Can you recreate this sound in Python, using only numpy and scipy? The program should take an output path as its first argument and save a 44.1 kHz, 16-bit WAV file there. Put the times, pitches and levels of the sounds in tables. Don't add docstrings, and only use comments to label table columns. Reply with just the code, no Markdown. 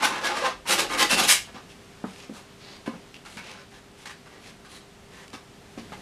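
import sys
import numpy as np
from scipy import signal
from scipy.fft import rfft, irfft, next_fast_len
from scipy.io import wavfile
from scipy.ndimage import map_coordinates

SR = 44100
rng = np.random.default_rng(int(sys.argv[2]) if len(sys.argv) > 2 else 0)


def dump_mix(stems):
    frames = np.atleast_2d(stems).T
    limited = np.clip(frames, -1, 1)
    pcm = np.round(limited * 32767).astype(np.int16)
    wavfile.write(sys.argv[1], SR, pcm)


N = 265041

# time in seconds, air level in dB, easel rumble in dB.
AIR_AND_EASEL = [(0, -50, -69), (.8, -50.5, -55), (1.3, -49.5, -54), (1.999, -49.5, -78), (3, -50.5, -67),
                 (3.9, -51.5, -72), (5, -51, -64), (5.6, -50.5, -66), (6, -46, -62)]
# frequency in Hz, relative level in dB.
AIR_SPECTRUM = [(12, -32), (20, -15), (202, -5.5), (342, -12.5), (404, -12.5), (452, -13.5), (597, -15.5),
                (686, -13.5), (857, -17), (2680, -21.5), (2920, -21.5), (8640, -30.5), (12400, -38.5),
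                (14300, -45), (15500, -53)]
# frequency in Hz, rms level in dB.
HUM_TONES = [(100, -69.5), (400.2, -60)]
# frequency in Hz, seconds to fall 60 dB.
ROOM_DECAY = [(150, 0.4), (1000, 0.24), (4000, 0.28), (12000, 0.21)]
# centre in Hz, width in Hz, relative level in dB.
CANVAS_MODES = [(833, 19, 7), (1046, 22, 10), (1209, 33, 11), (1620, 300, 9), (2000, 120, 6),
                (2215, 9.4, 10), (2700, 100, 1), (3070, 110, -21), (3490, 29, -19), (3896, 70, 3)]
# frequency in Hz, relative level in dB.
SCRAPE_SPECTRUM = [(59, -16), (100, -3.5), (218, -3.5), (347, -1.5), (438, -4), (519, 4), (627, -1),
                   (808, 4), (956, 2), (1040, 1), (1840, -4), (2750, 2), (10800, -5), (13900, -16),
                   (15500, -29)]
# low edge in Hz, high edge in Hz.
SCRAPE_BANDS = [(160, 472), (500, 2340), (1800, 6000), (6000, 18000)]
# start in seconds, length in seconds, level in dB,
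# edge bite in dB, canvas boom in dB, blade ring in Hz.
FLAT_DRAGS = [(0, 0.19, -33.5, -6, -9, 1050), (.21, 0.28, -35.5, -4, -4.5, 1170),
              (0.689, 0.16, -35.5, -9, -1.5, 830), (.9, 0.15, -33.5, -16, -3.5, 1230),
              (1.1, 0.13, -37.5, -11, 3, 840), (1.751, 0.37, -73, 9, -3, 1200),
              (2.393, 0.18, -71, 7, 1, 1200), (2.763, 0.36, -66.5, 3, 4, 1020)]
# start in seconds, level in dB, edge bite in dB, blade ring in Hz.
EDGE_LANDINGS = [(0.021, -25, -7, 850), (0.654, -38.5, -7, 985), (0.779, -28.5, 5, 1217),
                 (0.985, -30, -1, 1940), (1.473, -47, -14, 460), (2.859, -40, -7, 1050),
                 (2.934, -50.5, -8, 775), (3.141, -58.5, 4, 2920), (3.25, -49, 2, 1440),
                 (3.371, -40.5, -4, 2370), (4.055, -44, 1, 1800), (4.093, -48.5, 2.5, 1810),
                 (4.257, -51.5, -6, 1420), (4.647, -51.5, -1.5, 1480), (5.33, -41.5, -2, 770),
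                 (5.776, -48, 0, 730), (5.92, -43.5, -5.5, 840)]
# start in seconds, length in seconds, level in dB,
# edge bite in dB, blade ring in Hz.
HARD_SCRUBS = [(0.022, .033, -23, 0.5, 1520), (0.23, 0.043, -25.5, -2, 1660),
               (0.277, 0.042, -31, -9.5, 841), (0.342, 0.051, -31.5, -2.5, 1114),
               (0.406, 0.032, -32, -16, 514), (0.432, 0.039, -25, -6, 1014), (0.665, .073, -26.5, 4, 1375),
               (0.777, 0.031, -28, 4, 1280), (0.881, 0.071, -34.5, 1, 2230),
               (0.969, .059, -23.5, 2.5, 1984), (1.084, 0.06, -23.5, 1.5, 2650),
               (1.167, 0.039, -23.5, 2.5, 1240), (1.207, 0.048, -29, 2.5, 1110),
               (1.268, 0.057, -26.5, 10, 4960)]
# start in seconds, level in dB, hardness in dB,
# pitch ratio (higher near the frame).
CLOTH_DABS = [(1.129, -22.5, -16, 0.99), (1.211, -23.5, -16, 0.87), (1.545, -35.5, -17, 1.13),
              (2.040, -17.5, 8, 1.02), (2.295, -27.5, -2, 1.15), (2.324, -39, -20, 1.04),
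              (2.877, -18.5, -16, 1.24), (2.935, -30.5, 9, 0.96), (3.367, -36, -15, 0.97),
              (5.337, -34.5, -11, 1.24), (5.776, -27, -5, 1.22), (5.919, -28.5, 14, 0.82)]
# frequency in Hz, relative level in dB, seconds to fall 60 dB.
THUMP_MODES = [(191.6, 1.5, 0.17), (229, 9.5, 0.078), (281, 5.5, 0.048), (420, 4, 0.042), (799, -3, 0.017),
               (960, -17.5, 0.074)]
# start in seconds, length in seconds, level in dB,
# edge bite in dB, sticky fizz in dB relative to the bite, blade ring in Hz.
LIGHT_SMEARS = [(1.535, 0.051, -44.5, -4, -13, 1130), (1.687, 0.032, -63.5, 12, -8, 2740),
                (2.028, 0.17, -60, 5.5, -4.5, 500), (2.17, 0.08, -56, 5, -12, 2300),
                (2.319, 0.077, -52.5, 1, -3.5, 1350), (2.569, 0.2, -56, 4.5, -16, 4360),
                (3.262, 0.1, -58.5, 5.5, -2.5, 2010), (3.39, 0.14, -49.5, 1.5, -13, 2520),
                (3.519, 0.1, -51, -1.5, -23, 1470), (3.69, 0.099, -57.5, 2, -9, 1700),
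                (3.966, 0.073, -60.5, 7, -5, 2050), (4.275, .13, -57.5, -2.5, -12, 1950),
                (4.407, 0.1, -57, 6.5, -7, 2070), (4.68, .1, -54, 3, -1.5, 4030),
                (5.088, .16, -53.5, -1.5, -5.5, 1870)]
# start in seconds, relative level in dB.
TIP_TICKS = [(2.161, -19), (2.202, -18), (3.143, -17.5), (3.371, -12), (3.471, -18), (3.515, -14),
             (4.059, -13), (5.28, -17), (5.337, -16)]


def amp(db):
    return 10 ** (np.asarray(db) / 20)


def unit(x):
    return x / np.sqrt(np.mean(x ** 2) + 1e-20)


def along(points, hz):
    freqs, values = np.transpose(points)
    return np.interp(np.log(hz + 1), np.log(freqs + 1), values)


def wobble(rate, size=N):
    knots = rng.standard_normal(int(size * rate / SR) + 4)
    return map_coordinates(knots, [np.arange(size) * rate / SR])


def coloured(x, gain):
    size = 2 * next_fast_len((len(x) + SR // 10) // 2)
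    cepstrum = irfft(np.log(np.maximum(gain(np.fft.rfftfreq(size, 1 / SR)), 1e-6)))
    cepstrum[1:size // 2] *= 2
    cepstrum[size // 2 + 1:] = 0
    return irfft(rfft(x, size) * np.exp(rfft(cepstrum)), size)[:len(x)]


def noise(size, gain):
    return unit(coloured(rng.standard_normal(size), gain))


def band(hz, lo_hz, hi_hz, order=8):
    return ((1 + (lo_hz / (hz + 1)) ** order) * (1 + (hz / hi_hz) ** order)) ** -.5


def resonance(hz, centre_hz, width_hz):
    return 1 / (1 + (2 * (hz - centre_hz) / width_hz) ** 2)


def add(track, start_s, sound):
    start = max(round(start_s * SR), 0)
    part = track[start:start + len(sound)]
    part += sound[:len(part)]


def room_and_easel(wander_db=1.0):
    t = np.arange(N) / SR
    times, *levels = np.transpose(AIR_AND_EASEL)
    air_db, easel_db = [np.interp(t, times, level) for level in levels]
    air = noise(N, lambda hz: amp(along(AIR_SPECTRUM, hz)))
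    easel_rumble = noise(N, lambda hz: band(hz, 31, 65))
    hum = np.zeros(N)
    for hz, db in HUM_TONES:
        peak = amp(db + wander_db * wobble(13)) * np.sqrt(2)
        hum += peak * np.sin(2 * np.pi * hz * t + 0.1 * wobble(48))
    return amp(air_db) * air + amp(easel_db) * easel_rumble + hum


def slips(size, per_s, spread_db=2.0, clump_db=1.66, rub=0.53):
    caught = rng.random(size) < per_s / SR
    force = amp(spread_db * np.minimum(rng.exponential(size=size), 4)) * rng.choice([-1, 1], size)
    friction = unit(caught * force) + rub * rng.standard_normal(size)
    return unit(friction * amp(clump_db * wobble(260, size)))


def canvas(hz, valley_db=3.5):
    peaks = sum(amp(db) ** 2 * resonance(hz, centre, width) for centre, width, db in CANVAS_MODES)
    return amp(along(SCRAPE_SPECTRUM, hz)) * np.sqrt(peaks + amp(valley_db) ** 2)


def studio(x, wet_db, wall_db, wall_s):
    hz, t, spectra = signal.stft(rng.standard_normal(SR // 3), SR, nperseg=256)
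    decay = amp(-60 * t / along(ROOM_DECAY, hz)[:, None])
    tail = signal.istft(spectra * decay, SR, nperseg=256)[1]
    tail *= 1 - np.exp(-np.arange(len(tail)) / SR / 0.0016)
    response = amp(wet_db) * tail / np.linalg.norm(tail)
    response[0] += 1
    response[round(wall_s * SR)] += amp(wall_db)
    return signal.fftconvolve(x, response / np.linalg.norm(response))


def scrape(rise_s, length_s, db, bite_db, ring_hz, boom_db, fizz_db, ring_db,
           slips_per_s=4200, release_s=0.0044, size=SR // 4):
    t, hz = np.arange(size) / SR, np.arange(0, SR / 2, 10)
    lean_in = np.sin(np.pi / 2 * np.minimum(t / rise_s, 1)) ** 1.12
    let_go = np.exp(-np.maximum(t - length_s, 0) / release_s)
    friction = lean_in * let_go * slips(size, slips_per_s)
    body = canvas(hz)
    band_powers = np.array([unit(band(hz, lo, hi) * body) ** 2 for lo, hi in SCRAPE_BANDS])
    power = amp([boom_db, 0, bite_db, bite_db + fizz_db]) ** 2 @ band_powers
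    width_hz = ring_hz * np.interp(db, [-55, -30], [0.14, 0.039])
    power *= 1 + amp(ring_db) ** 2 * resonance(hz, ring_hz, width_hz)
    top_hz = np.interp(db + bite_db + fizz_db, [-42, -22], [11800, 18000])
    power *= band(hz, 160, top_hz) ** 2
    sound = coloured(friction, lambda freqs: np.interp(freqs, hz, np.sqrt(power)))
    return amp(db) * studio(sound, wet_db=-1.0, wall_db=-22.5, wall_s=0.018)


def drags(rise_s=0.0013):
    out = np.zeros(N)
    for start, length, db, bite_db, boom_db, ring_hz in FLAT_DRAGS:
        rub = scrape(rise_s, length, db, bite_db, ring_hz, boom_db,
                     fizz_db=-11, ring_db=4.5, size=SR // 2)
        add(out, start, rub)
    return out


def landings(rise_s=0.0019, skid_s=0.021):
    out = np.zeros(N)
    for start, db, bite_db, ring_hz in EDGE_LANDINGS:
        rasp = scrape(rise_s, skid_s, db, bite_db, ring_hz, boom_db=-10, fizz_db=-8, ring_db=9.5)
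        add(out, start, rasp)
    return out


def scrubs(rise_share=0.68, half_raised_bite_db=4.0):
    out = np.zeros(N)
    for start, length, db, bite_db, ring_hz in HARD_SCRUBS:
        boom_db = -8 - 2.3 * abs(bite_db - half_raised_bite_db)
        fizz_db = -7 + 0.68 * bite_db
        ring_db = 8 - 0.63 * bite_db
        stroke = scrape(rise_share * length, length, db, bite_db, ring_hz, boom_db, fizz_db, ring_db)
        add(out, start, stroke)
    return out


def dabs(attack_s=0.00097, high_above_hz=500, slap_db=-10, slap_t60_s=0.14):
    out, t = np.zeros(N), np.arange(SR // 4) / SR
    for start, db, hard_db, pitch in CLOTH_DABS:
        thump = np.zeros(len(t))
        for hz, mode_db, t60 in THUMP_MODES:
            struck_db = mode_db + rng.normal(0, 0.42) + hard_db * (hz > high_above_hz)
            thump += amp(struck_db - 60 * t / t60) * np.sin(2 * np.pi * hz * pitch * t)
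        slap = noise(len(t), lambda hz: band(hz, 464, 1650, order=12) / np.sqrt(hz + 1))
        thump += amp(slap_db + hard_db - 60 * t / slap_t60_s) * slap
        thump *= 1 - np.exp(-t / attack_s)
        thump = coloured(thump, lambda hz: band(hz, 140, 5000, order=6))
        thump /= np.abs(thump).max()
        add(out, start, amp(db) * studio(thump, wet_db=-11, wall_db=-15.5, wall_s=0.023))
    return out


def flick(start_s=1.318, ring_hz=2240, width_hz=390, db=-23, attack_s=0.012, t60_s=0.25):
    out, t = np.zeros(N), np.arange(SR // 3) / SR
    ring = noise(len(t), lambda hz: resonance(hz, ring_hz, width_hz))
    envelope = amp(db - 60 * t / t60_s) * (1 - np.exp(-t / attack_s))
    add(out, start_s, envelope * ring)
    return out


def smears(rise_share=0.41, usual_db=-55):
    out = np.zeros(N)
    for start, length, db, bite_db, fizz_db, ring_hz in LIGHT_SMEARS:
        boom_db = -2.5 - 0.5 * (db - usual_db)
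        stroke = scrape(rise_share * length, length, db, bite_db, ring_hz, boom_db, fizz_db,
                        ring_db=5, slips_per_s=1800)
        add(out, start, stroke)
    return out


def ticks(t60_s=0.012, trim_db=-13.5):
    out, t = np.zeros(N), np.arange(SR // 20) / SR
    for start, db in TIP_TICKS:
        add(out, start, amp(db + trim_db - 60 * t / t60_s) * rng.standard_normal(len(t)))
    snaps = coloured(out, lambda hz: band(hz, 1500, 5800, order=6))
    return studio(snaps, wet_db=-31, wall_db=-4, wall_s=0.023)[:N]


def scene():
    knife = scrubs() + flick() + smears() + landings() + drags() + ticks() + dabs()
    return (knife + room_and_easel())[None]


def record(dry, ceiling=0.85, top_hz=15400):
    size = next_fast_len(N + SR // 4)
    rounded = dry / (1 + (dry / ceiling) ** 6) ** (1 / 6)
    passband = np.fft.rfftfreq(size, 1 / SR) < top_hz
    return irfft(rfft(rounded, size) * passband, size)[..., :N]


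dry = scene()
out = record(dry)
dump_mix(out)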